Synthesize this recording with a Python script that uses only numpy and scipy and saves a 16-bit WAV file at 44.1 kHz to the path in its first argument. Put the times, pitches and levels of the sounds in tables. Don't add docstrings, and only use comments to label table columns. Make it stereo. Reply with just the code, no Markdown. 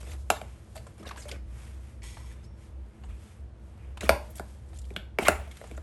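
import sys
import numpy as np
from scipy import signal
from scipy.fft import rfft, irfft, next_fast_len
from scipy.io import wavfile
from scipy.ndimage import uniform_filter1d

SR = 44100
rng = np.random.default_rng(int(sys.argv[2]) if len(sys.argv) > 2 else 0)


def waveform_to_disk(signal):
    frames = np.transpose(np.atleast_2d(signal))
    scaled = np.clip(frames, -1, 1) * 32767
    samples = np.round(scaled).astype(np.int16)
    wavfile.write(sys.argv[1], SR, samples)


def natural_amplitude(level_db):
    exponent = np.asarray(level_db, float) / 20
    return 10 ** exponent


N = 256662

# middle_s, half_length_s, level_db
HUM_SURGES = [(0.17, 0.14, -37.5), (0.495, 0.09, -44), (0.794, 0.047, -44), (1.107, 0.13, -45.5),
              (1.48, 0.18, -38.5), (1.764, .08, -42), (2.046, 0.093, -41), (2.297, 0.17, -43),
              (2.57, 0.041, -40), (2.794, 0.082, -39), (3.113, 0.078, -37.5), (3.445, 0.041, -40.5),
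              (3.645, 0.086, -47), (3.908, 0.059, -40), (4.103, 0.061, -33), (4.334, 0.21, -43.5),
              (4.875, 0.19, -38.5), (5.36, 0.14, -38), (5.824, 0.1, -37)]
# pitch_hz, width_hz, level_db
HUM_OVERTONES = [(117, 19, -60.5), (208.6, 38, -62.5), (329.1, 22, -67)]
# time_s, gain_db
OVERTONE_SWELL = [
    (0, 0),
    (1.1, 2.5),
    (1.4, 1),
    (1.9, 4.5),
    (2.3, 10.5),
    (2.7, -5),
]
# freq_hz, level_db
ROOM_AIR = [(22, -28), (46, -7), (92, 0.5), (140, -12), (270, -21), (500, -21), (800, -27.5), (1500, -34.5),
            (2500, -40), (5000, -49), (8000, -53), (10500, -45.5), (11600, -67), (12500, -84.5)]
# freq_hz, t60_s
KITCHEN_DECAY = [(200, 0.21), (700, 0.33), (2000, 0.28), (5000, 0.31), (12000, 0.3)]
# freq_hz, level_db
SIDE_COLOUR = [(60, -18), (250, -7), (500, -6), (1000, -4), (1600, -5), (2200, -15.5), (3500, -13.5),
               (5000, -10.5), (6000, -33), (9000, -19), (10200, -12.5), (12000, -15)]

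# middle_s, half_length_s, fizz_db, rasp_over_fizz_db
BRUSHES = [(0.202, 0.033, -63.5, -16), (0.29, 0.047, -68.5, -14), (0.492, .12, -65.5, 6.5),
           (0.72, 0.097, -69, -23), (0.872, 0.12, -68, 4), (1.005, 0.017, -63, 6.5),
           (1.634, 0.098, -60.5, 6), (1.873, 0.09, -66.5, 5.5), (2.367, 0.077, -71.5, 10.5),
           (2.445, 0.018, -68, 1), (2.637, 0.053, -66.5, 4.5), (3.055, 0.23, -74.5, 8),
           (3.262, 0.093, -64.5, 5), (3.684, 0.075, -73, -5), (3.848, 0.12, -74.5, 12),
           (4.272, 0.093, -64.5, 5.5), (4.502, 0.077, -64.5, -0.5), (4.71, 0.1, -71, 1),
           (4.892, 0.0535, -66.5, -11), (5.406, 0.073, -67, 19), (5.562, 0.095, -63, 2),
           (5.674, 0.124, -64, 6.5)]
# time_s, level_db
JAR_SLIDE = [
    (2.015, -82),
    (2.033, -47.5),
    (2.241, -59.5),
    (2.327, -58),
    (2.355, -72),
    (2.38, -77),
]
# pitch_hz, width_hz, level_db
JAR_MODES = [(1010, 260, 1), (1970, 66, 4), (2290, 270, 6.5), (3270, 400, 2), (3570, 43, -10),
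             (5440, 60, -1), (6550, 63, 0), (8350, 330, -5)]
# pitch_hz, level_db, t60_s
CLINK_MODES = [(5120, 0, .025), (5450, -25, .4), (6400, -2, .025), (4500, -8, .02), (7600, -8, .02)]

# start_s, click_db, click_pitch_hz, tick_db
LIGHT_TAPS = [(0.115, -36, 2600, -55), (0.756, -30, 850, -42), (0.775, -36, 2170, -44),
              (0.867, -32, 640, -47.5), (0.98, -44, 700, -49), (1.029, -43, 1160, -47.5),
              (1.056, -51, 1590, -48), (1.076, -50, 856, -49), (1.089, -32.5, 1560, -42),
              (1.11, -24.5, 1100, -45), (1.16, -31, 1080, -52), (1.174, -31.5, 1630, -55),
              (1.283, -37, 2300, -43), (1.291, -36.5, 880, -39), (1.314, -28.5, 2500, -40.5),
              (2.02, -39.5, 2290, -75), (2.169, -32, 900, -72), (3.036, -34, 930, -57),
              (3.776, -48.5, 754, -62.5), (3.972, -28.5, 940, -41.5), (4.0075, -27.5, 2420, -42.5),
              (4.355, -78.5, 705, -40.5), (4.687, -71.5, 832, -53.5), (4.731, -39, 755, -55),
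              (4.787, -53, 2830, -39.5), (5.512, -39, 2230, -44), (5.569, -40, 2080, -42.5),
              (5.64, -31.5, 666, -49), (5.672, -45, 832, -48.5), (5.748, -43, 1590, -67)]
TIP_ROWS = [0, 1, 3, 4, 12, 17, 21, 22, 24, 28, 29, 32]
# start_s, click_db, click_pitch_hz, tick_db, length_ms
PITCHED_SKIDS = [(1.221, -51, 2200, -46, 13), (3.09, -64, 1800, -63.5, 40), (4.957, -62, 3100, -49, 2.8),
                 (4.851, -46, 2600, -50, 4.3), (5.256, -62, 2050, -56, 20), (4.816, -55, 2000, -47, 4.8),
                 (4.938, -52, 2500, -49, 2.6), (5.219, -42, 2800, -37, 3.4), (5.477, -55, 3000, -58, 3.2)]
# start_s, level_db, pitch_hz, t60_s
SINGLE_PINGS = [(0.303, -22, 2460, 0.03), (0.317, -20.5, 645, 0.04), (0.303, -22, 864, 0.061),
                (5.282, -14, 1450, .011), (4.104, -14.5, 646, 0.041), (5.295, -19, 652, 0.07),
                (0.762, -52, 4570, .12), (0.995, -54, 2730, .03), (0.995, -52, 5300, .03),
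                (1.161, -46, 1040, .04), (4.095, -23, 1360, .03), (5.187, -17.5, 900, 0.026),
                (5.35, -34, 617, .08), (4.155, -35.5, 593, 0.3), (0.764, -39, 641, 0.11),
                (0.866, -41, 474, 0.045), (0.868, -52, 1380, .04), (0.998, -44, 326, 0.26),
                (1.03, -44, 1230, .04), (1.052, -46, 1650, .06), (1.052, -41, 1090, .04),
                (1.065, -42, 2780, 0.035), (1.074, -43, 3560, 0.02), (1.112, -42, 1670, .05),
                (1.175, -44, 1660, 0.056), (1.22, -41.5, 4950, .05), (1.232, -51, 4400, 0.046),
                (1.229, -52, 7800, .02), (1.254, -38, 596, 0.12), (1.291, -40, 3430, 0.013),
                (1.316, -39, 3230, 0.023), (1.321, -47.5, 1500, 0.15), (2.109, -70, 5560, .3),
                (2.3, -69, 3570, 0.68), (2.47, -72.5, 5480, 0.55), (3.037, -47, 727, 0.055),
                (4.092, -33, 1560, 0.04), (4.962, -26, 1594, 0.021), (4.963, -51, 1517, 0.28),
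                (4.966, -39, 2290, 0.062), (5.187, -28.5, 763, 0.042), (5.189, -30, 2239, 0.087),
                (5.222, -31, 220, 0.094), (5.285, -17, 2570, 0.024), (5.512, -44, 2160, 0.037)]
# start_s, length_s, level_db, pitch_hz
WALL_SCUFFS = [(0.352, 0.019, -54, 750), (0.355, .02, -48, 1700), (1.066, 0.023, -50.5, 3600),
               (1.07, 0.012, -57, 5300), (1.088, .012, -56, 5200), (1.088, .012, -59, 4000),
               (1.108, 0.011, -51, 2400), (1.29, 0.0074, -48, 3500), (1.3135, 0.0069, -44, 3500),
               (1.3135, 0.0089, -49, 5000), (1.33, 0.069, -65, 2170), (2.035, 0.022, -65, 1000),
               (2.19, 0.078, -60.5, 1030), (2.31, .03, -63.5, 1800), (3.045, .02, -64, 7800),
               (3.085, .07, -65, 2460), (3.085, 0.059, -66, 1200), (4.035, 0.048, -50.5, 2400),
               (4.05, 0.025, -47, 1200), (4.105, 0.041, -52, 1900), (4.27, 0.07, -57, 590),
               (4.9625, 0.0066, -40, 3100), (4.0075, 0.0046, -41.5, 3600), (4.0075, 0.0054, -45, 7000),
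               (3.9725, .006, -45.5, 2700), (3.78, 0.087, -67.5, 2500), (1.178, 0.062, -56, 7400),
               (5.266, 0.02, -31.5, 2150), (5.268, .012, -33.5, 1100), (5.287, .012, -30, 1950),
               (5.226, 0.013, -47, 3300), (5.222, 0.023, -40, 730), (5.25, .03, -37.5, 2000),
               (5.255, 0.034, -39, 1170), (5.25, 0.016, -41, 3500), (5.35, 0.023, -46.5, 2160),
               (5.39, 0.036, -45.5, 605), (5.44, .015, -68, 3100), (4.358, .018, -52, 11200),
               (4.381, .007, -52.5, 3400), (4.843, .006, -58.5, 3100), (4.3, .025, -56, 10600),
               (5.766, 0.015, -57, 7100), (5.516, .008, -57, 10000), (0.307, 0.086, -51, 3700),
               (2.03, 0.19, -66.5, 4300), (5.295, 0.046, -39, 2000), (5.474, 0.0071, -63, 3300),
               (5.47, 0.021, -50.5, 660)]
# start_s, hardest_s, end_s, fizz_db, rasp_and_rumble_over_fizz_db
SPOON_STROKES = [(0.0, 0.013, 0.037, -52.5, -4), (0.028, 0.13, 0.17, -53, -0.5),
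                 (0.75, 0.758, 0.81, -54.5, -7), (1.021, 1.1, 1.32, -66, 9.5),
                 (1.058, 1.07, 1.096, -59.5, 7), (1.168, 1.12, 1.325, -51.5, -9),
                 (1.28, 1.284, 1.33, -53, -1.5), (1.312, 1.28, 1.37, -54, 6),
                 (4.007, 4.008, 4.165, -45.5, 0.5), (4.351, 4.386, 4.4, -52, -4.5),
                 (4.739, 4.785, 4.78, -56, -11), (5.19, 5.238, 5.27, -45, 5),
                 (5.247, 5.28, 5.287, -45.5, 5.5)]
# freq_hz, level_db
FIZZ_COLOUR = [(2000, -17.5), (3200, -0.5), (4200, -1.5), (6500, -1), (8500, 0.5), (10500, 6.5), (11300, 4),
               (12200, -20.5), (13000, -18.5), (14200, -36), (15700, -25), (16500, -48.5)]
RASP_COLOUR = [(500, -5), (900, -2), (1400, -2), (1800, -2.5), (2300, -2), (3200, -11), (4500, -36)]
RUMBLE_COLOUR = [(120, -20.5), (220, 0), (400, -4), (630, 1.5), (900, -24), (1500, -51)]

# start_s, snap_db, snap_pitch_hz, tick_db
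SPOON_SNAPS = [(0.3026, -17.5, 2780, -22.5), (0.415, -39.5, 2660, -50), (0.766, -55, 2150, -48.5),
               (1.254, -52, 2180, -68), (4.032, -51, 2290, -71), (4.093, -14, 2310, -20.5),
               (4.3966, -37.5, 1890, -44.5), (4.9054, -46, 2420, -60.5), (4.964, -24, 2550, -44),
               (5.1871, -17.5, 2250, -36.5), (5.2834, -15, 2474, -20), (5.614, -45.5, 2040, -56.5),
               (5.7132, -43.5, 2540, -55), (5.777, -44, 1930, -54)]
# freq_hz, level_db
CRACK_COLOUR = [(2500, -24.5), (3500, 8), (5000, 0), (8000, -0.5), (10500, 10), (12000, 2.5),
                (13700, -33.5), (15600, -16), (16500, -35)]
# pitch_hz, level_db, t60_s
RIM_MODES = [(4740, -4.5, 0.0065), (7580, -2, 0.0067)]
# start_s, body_db, blow_pitch_hz, thud_db, click_db
BOWL_KNOCKS = [(0.302, -8.5, 713, -34, -17.5), (0.415, -29, 664, -50, -44), (0.766, -42, 664, -63, -62),
               (1.003, -64, 630, -47.5, -68), (1.255, -39.5, 535, -51.5, -55),
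               (4.031, -32.5, 660, -33.5, -39), (4.093, -6, 594, -25.5, -14),
               (4.397, -26.5, 707, -38.5, -36), (4.905, -46, 460, -43, -80.5),
               (4.963, -36.5, 590, -39, -34), (5.186, -18, 530, -27.5, -31.5),
               (5.284, -6.5, 646, -24.5, -13), (5.614, -35.5, 572, -49, -50),
               (5.712, -40.5, 487, -42.5, -59), (5.778, -38, 600, -49, -45.5), (0.07, -58, 560, -50, -60)]
# pitch_hz, level_db, t60_s
BOARD_MODES = [(77.4, -12.5, 0.32), (196.7, 2, 0.076), (312.3, 5, 0.055), (392.5, 0, 0.04)]
BOWL_MODES = [(549, -10, 0.1), (585.5, -3.5, 0.17), (645.6, 4.5, 0.1), (705, -11.5, 0.1), (811, -9.5, 0.2),
              (858, -11.5, 0.098), (1120, -13.5, 0.15), (1050, -15, 0.13)]
CLICK_MODES = [(1349, -1.5, 0.025), (1442, 5.5, 0.018), (1590, -4.5, 0.03), (1235, -10, 0.018)]

# freq_hz, phase_rad
CAPSULE_LEAD = [(300, 0), (600, -.35), (1400, -.25), (2150, 0), (3200, .65), (5000, .45), (5900, .05),
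                (7300, .1), (7900, .42), (8600, 0), (9130, -1.25), (10220, -3.14), (11200, -4.9),
                (11900, -6.28), (12600, -6.6), (16000, -12)]
# freq_hz, level_db
CAPSULE_TILT = [(60, 0), (180, 3.5), (550, 1), (1650, 2), (4970, 1), (15000, 0.5)]


def evened(x):
    return x / np.sqrt(np.mean(x ** 2) + 1e-20)


def read(points, hz):
    f, value = np.transpose(points)
    return np.interp(np.log(hz + 1), np.log(f + 1), value)


def colour(x, points):
    size = next_fast_len(x.shape[-1], True)
    gain = natural_amplitude(read(points, np.fft.rfftfreq(size, 1 / SR)))
    return irfft(rfft(x, size) * gain, size)[..., :x.shape[-1]]


def add(mix, start_s, sound):
    part = mix[round(start_s * SR):][:len(sound)]
    part += sound[:len(part)]


def fuzzy(x, peaks):
    size = next_fast_len(N, True)
    f = np.fft.rfftfreq(size, 1 / SR)
    shape = sum(natural_amplitude(db) / np.sqrt(width) / (1 + (2 * (f - hz) / width) ** 2) for hz, width, db in peaks)
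    return irfft(rfft(x, size) * shape, size)[:N] * np.sqrt(2 * SR / np.pi)


def ring(modes, t, chance, spread_db, rise_s):
    out = np.zeros(len(t))
    for (hz, db, t60), weight, detune in zip(modes, chance, chance[::-1]):
        decay = natural_amplitude(db + spread_db * weight - 60 * t / t60)
        out += decay * np.sin(2 * np.pi * hz * (1 + 0.019 * detune) * t)
    out = out * (1 - np.exp(-t / rise_s))
    return out / abs(out).max()


def swells(middle_s, half_s, db):
    t = np.arange(0, N, 128)[:, None] / SR
    level = np.linalg.norm(natural_amplitude(db - 6 * abs((t - middle_s) / half_s) ** 1.6), axis=1)
    return np.interp(np.arange(N) / SR, t[:, 0], level)


def slips(per_s, size_db):
    size = natural_amplitude(size_db * np.minimum(rng.exponential(1, N), 5)) * rng.choice([-1, 1], N)
    clicks = size * (rng.random(N) < per_s / SR)
    return evened(clicks) + 0.56 * rng.standard_normal(N)


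def specked(x):
    z = signal.stft(x, nperseg=256)[2]
    patch = uniform_filter1d(rng.standard_normal(z.T.shape), size=4, axis=0)
    patch = uniform_filter1d(patch, size=3, axis=1)
    return signal.istft(z * natural_amplitude(3.5 * evened(patch.T)), nperseg=256)[1][:N]


def appliance_hum():
    narrow = evened(fuzzy(rng.standard_normal(N), [(64.33, 11.1, 0)]))
    wander = signal.hilbert(narrow, next_fast_len(N))[:N]
    partly_levelled = (wander / (abs(wander) + 0.26)).real
    steady = evened(colour(partly_levelled, [(30, -29.0), (50, -8.5)]))
    tone = swells(*np.transpose(HUM_SURGES)) * steady
    swell = natural_amplitude(np.interp(np.arange(N) / SR, *np.transpose(OVERTONE_SWELL)))
    lowest = swell * fuzzy(rng.standard_normal(N), HUM_OVERTONES[:1])
    upper = fuzzy(rng.standard_normal(N), HUM_OVERTONES[1:])
    air = natural_amplitude(-50.5) * evened(colour(rng.standard_normal((2, N)), ROOM_AIR))
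    return tone + lowest + upper + air[0], air[1]


def smeared(x):
    wobble_hz = 260.1 * evened(uniform_filter1d(rng.standard_normal(N), size=60))
    phase = 2 * np.pi * np.cumsum(wobble_hz) / SR
    return (signal.hilbert(x, next_fast_len(N))[:N] * np.exp(1j * phase)).real


def kitchen(x):
    echoes = np.zeros((2, SR // 2))
    at = np.arange(220, SR // 2 - 20, 20) + rng.integers(0, 20, (2, (SR // 2 - 221) // 20))
    np.put_along_axis(echoes, at, rng.choice([-1., 1.], at.shape), 1)
    hz, t, z = signal.stft(echoes, SR, nperseg=256)
    decay = natural_amplitude(-60 * t / read(KITCHEN_DECAY, hz)[:, None])
    tail = signal.istft(z * decay, SR, nperseg=256)[1]
    return signal.fftconvolve(x[None], tail / np.linalg.norm(tail[0]), axes=1)[:, :N]


def brushing():
    drive = slips(per_s=8900.0, size_db=3.0)
    middle_s, half_s, fizz_db, rasp_db = np.transpose(BRUSHES)
    fizz = swells(middle_s, half_s, fizz_db + 2.0) * evened(colour(drive, FIZZ_COLOUR))
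    rasp = swells(middle_s, half_s, fizz_db + rasp_db - 5.0) * evened(colour(drive, RASP_COLOUR))
    return fizz + rasp


def glass_jar():
    s, db = np.transpose(JAR_SLIDE)
    t = np.arange(N) / SR
    fade = np.clip(np.minimum(t - s[0], s[-1] - t) / 0.0058, 0, 1)
    drive = slips(per_s=2400.0, size_db=-0.5)
    glass = np.zeros(N)
    for mode in JAR_MODES:
        sway = natural_amplitude(2.2 * evened(uniform_filter1d(rng.standard_normal(N), 1500)))
        glass += sway * fuzzy(drive, [mode])
    fizz, rasp = (evened(colour(drive, c)) for c in (FIZZ_COLOUR, RASP_COLOUR))
    out = fade * natural_amplitude(np.interp(t, s, db)) * evened(evened(glass) + 1.66 * fizz + 0.27 * rasp)
    graze = rng.standard_normal(900) * np.hanning(900)
    glass_ring = ring(CLINK_MODES, np.arange(SR // 4) / SR, np.zeros(5), spread_db=0, rise_s=0.0031)
    clink = signal.fftconvolve(graze, glass_ring)
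    add(out, 2.432, natural_amplitude(-54) * clink / abs(clink).max())
    return out


def light_taps():
    edge_hz, tip_hz, tap_ms = 3450, 7410, 5.5
    t, out = np.arange(4096) / SR, np.zeros(N)
    rows = [tuple(row) + (tap_ms,) for row in LIGHT_TAPS] + list(PITCHED_SKIDS)
    grit = rng.standard_normal((len(rows), 2, len(t)))
    for k, ((s, click_db, hz, tick_db, ms), g) in enumerate(zip(rows, grit)):
        tick_hz = (tip_hz if k in TIP_ROWS else edge_hz) * (1 + 0.088 * g[1, -1])
        shape = (1 - np.exp(-t / 0.0019)) * np.exp(-1000 * t / ms)
        click_colour = [(hz / 3, -30), (hz * 0.69, -9), (hz, 0), (hz * 1.2, -9), (hz * 4.75, -24), (12000, -60)]
        click = evened(colour(g[0], click_colour))
        tick_colour = [(tick_hz, -11), (tick_hz, 0), (tick_hz * 1.5, -11)]
        tick = evened(colour(colour(g[1], FIZZ_COLOUR), tick_colour))
        add(out, s - .0005, shape * (natural_amplitude(click_db - 6.0) * click + natural_amplitude(tick_db) * tick))
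    return out


def single_pings():
    t, out = np.arange(SR // 2) / SR, np.zeros(N)
    for s, db, hz, t60 in SINGLE_PINGS:
        add(out, s, natural_amplitude(db - 60 * t / t60) * (1 - np.exp(-t / 0.0016)) * np.sin(2 * np.pi * hz * t))
    return out


def wall_scuffs(drive):
    width, lean = 1.2, .75
    out = np.zeros(N)
    for s, length_s, db, hz in WALL_SCUFFS:
        u = np.linspace(0, 1, round(length_s * SR))
        grit = np.tanh(drive[round(s * SR):][:len(u) + 2048])
        patch = [(hz / 2, -40), (hz / width, -12), (hz, 0), (hz * width, -12), (hz * 2, -40)]
        band = colour(grit, patch)[:len(u)]
        add(out, s, natural_amplitude(db) * np.sqrt(abs(np.sin(np.pi * u ** lean))) * evened(band))
    return out


def spoon_strokes():
    gained_db, lost_db = 8.5, 17.5
    shudder = natural_amplitude(0.7 * evened(uniform_filter1d(rng.standard_normal(N), 300)))
    drive = specked(slips(per_s=3000., size_db=0.5)) * shudder
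    fizz, rasp, rumble = (evened(colour(drive, c)) for c in (FIZZ_COLOUR, RASP_COLOUR, RUMBLE_COLOUR))
    out = wall_scuffs(drive)
    for start, hardest, end, db, weight_db in SPOON_STROKES:
        at = np.arange(round(start * SR), round(end * SR))
        t = at / SR
        fade = np.clip(np.minimum(t - start, end - t) / 0.0021, 0, 1)
        press_db = np.interp(t, [start, hardest, end], [-gained_db, 0, -lost_db])
        low = natural_amplitude(0.67 * press_db - 3.5) * rasp[at] + natural_amplitude(0.14 * press_db - 9.0) * rumble[at]
        out[at] += fade * natural_amplitude(db + 2.5) * (natural_amplitude(press_db) * fizz[at] + natural_amplitude(weight_db) * low)
    return out


def spoon_snaps():
    t, out = np.arange(4096) / SR, np.zeros(N)
    crack_shape = (1 - np.exp(-t / 0.00028)) * (np.exp(-t / 0.00078) + 0.44 * np.exp(-t / 0.007))
    for (s, snap_db, hz, tick_db), g in zip(SPOON_SNAPS, rng.standard_normal((len(SPOON_SNAPS), len(t)))):
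        tones = [(hz * 0.88, -4, .008), (hz, 0, .008), (hz * 1.153, -3, .008), (hz * 1.3, -8, .005)]
        crack = evened(colour(g, CRACK_COLOUR)) * crack_shape
        rim = ring(RIM_MODES, t, g[4:6], spread_db=9.0, rise_s=0.00059)
        add(out, s - .0007, natural_amplitude(tick_db + 6) * crack)
        add(out, s - .0004, natural_amplitude(tick_db + 2.5) * rim)
        add(out, s - .0002, natural_amplitude(snap_db + 3.5) * ring(tones, t, g[:4], spread_db=6.0, rise_s=0.0016))
    return out


def bowl_knocks():
    t, out = np.arange(8192) / SR, np.zeros(N)
    high_hz, low_hz, sag_s, thump_s = 900, 179, 0.00596, 0.0052
    turns = low_hz * t + (high_hz - low_hz) * sag_s * (1 - np.exp(-t / sag_s))
    thump = np.sin(2 * np.pi * turns) * np.e * t / thump_s * np.exp(-t / thump_s)
    chances = rng.standard_normal((len(BOWL_KNOCKS), 3, 8))
    for (s, body_db, hz, thud_db, click_db), chance in zip(BOWL_KNOCKS, chances):
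        sagging_t = t + 0.0004 * (1 - np.exp(-t / 0.00029))
        blow = np.sin(2 * np.pi * hz * sagging_t) * t * np.exp(-t / 0.0015)
        near = [(f, db - 6.9 * abs(np.log2(f / hz)), t60) for f, db, t60 in BOWL_MODES]
        body_ring = ring(near, t, chance[0], spread_db=2.5, rise_s=0.0056)
        body = blow / abs(blow).max() + natural_amplitude(-14.5) * body_ring
        click = ring(CLICK_MODES, t, chance[1], spread_db=3.0, rise_s=0.001)
        board = ring(BOARD_MODES, t, chance[2], spread_db=7.0, rise_s=0.01)
        add(out, s, natural_amplitude(click_db + 4.5) * click)
        add(out, s + 0.00028, natural_amplitude(body_db - 0.64) * body)
        add(out, s + 0.0019, natural_amplitude(thud_db - 0.5) * thump)
        add(out, s + 0.00055, natural_amplitude(thud_db + 3.5) * board)
    return out


def scene():
    near = bowl_knocks() + spoon_snaps() + single_pings() + light_taps()
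    near = near + spoon_strokes() + glass_jar() + brushing()
    wet = natural_amplitude(-11.0) * kitchen(0.22 * near + smeared(near))
    background, other_air = appliance_hum()
    mid = near + wet[0] + background
    side = colour(1.28 * wet[1] + other_air, SIDE_COLOUR)
    return np.array([mid + side, mid - side])


def band_gate(x):
    treble_hz, treble_db, side_hz, side_db = 11700, -101, 1837, -17.5
    hz, _, z = signal.stft(np.array([x[0] + x[1], x[0] - x[1]]) / 2, SR, nperseg=1024)
    hz = hz[:, None]
    power = uniform_filter1d(uniform_filter1d(abs(z) ** 2, size=8, axis=1), size=2, axis=2)
    level_db = 10 * np.log10(power + 1e-20)
    floor_db = treble_db + np.minimum(9.0 * (hz - treble_hz) / 1000, 15) - 10 * (hz > 14600)
    keep = (hz < treble_hz) | (level_db > floor_db)
    keep &= (hz < side_hz) | (level_db > level_db[::-1] + side_db)
    mid, side = signal.istft(z * keep, SR, nperseg=1024)[1][:, :N]
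    return np.array([mid + side, mid - side])


def band_limit(x):
    return signal.sosfilt(signal.butter(12, 16820, fs=SR, output="sos"), x)


def record(dry):
    headroom = 1.4
    size = next_fast_len(N, True)
    hz = np.fft.rfftfreq(size, 1 / SR)
    capsule = natural_amplitude(read(CAPSULE_TILT, hz) / 2) * np.exp(.5j * read(CAPSULE_LEAD, hz))
    pair = irfft(rfft(dry, size) * np.array([capsule, 1 / capsule]), size)[:, :N]
    mix = band_gate(headroom * np.tanh(pair / headroom))
    return band_limit(mix)


dry = scene()
out = record(dry)
waveform_to_disk(out)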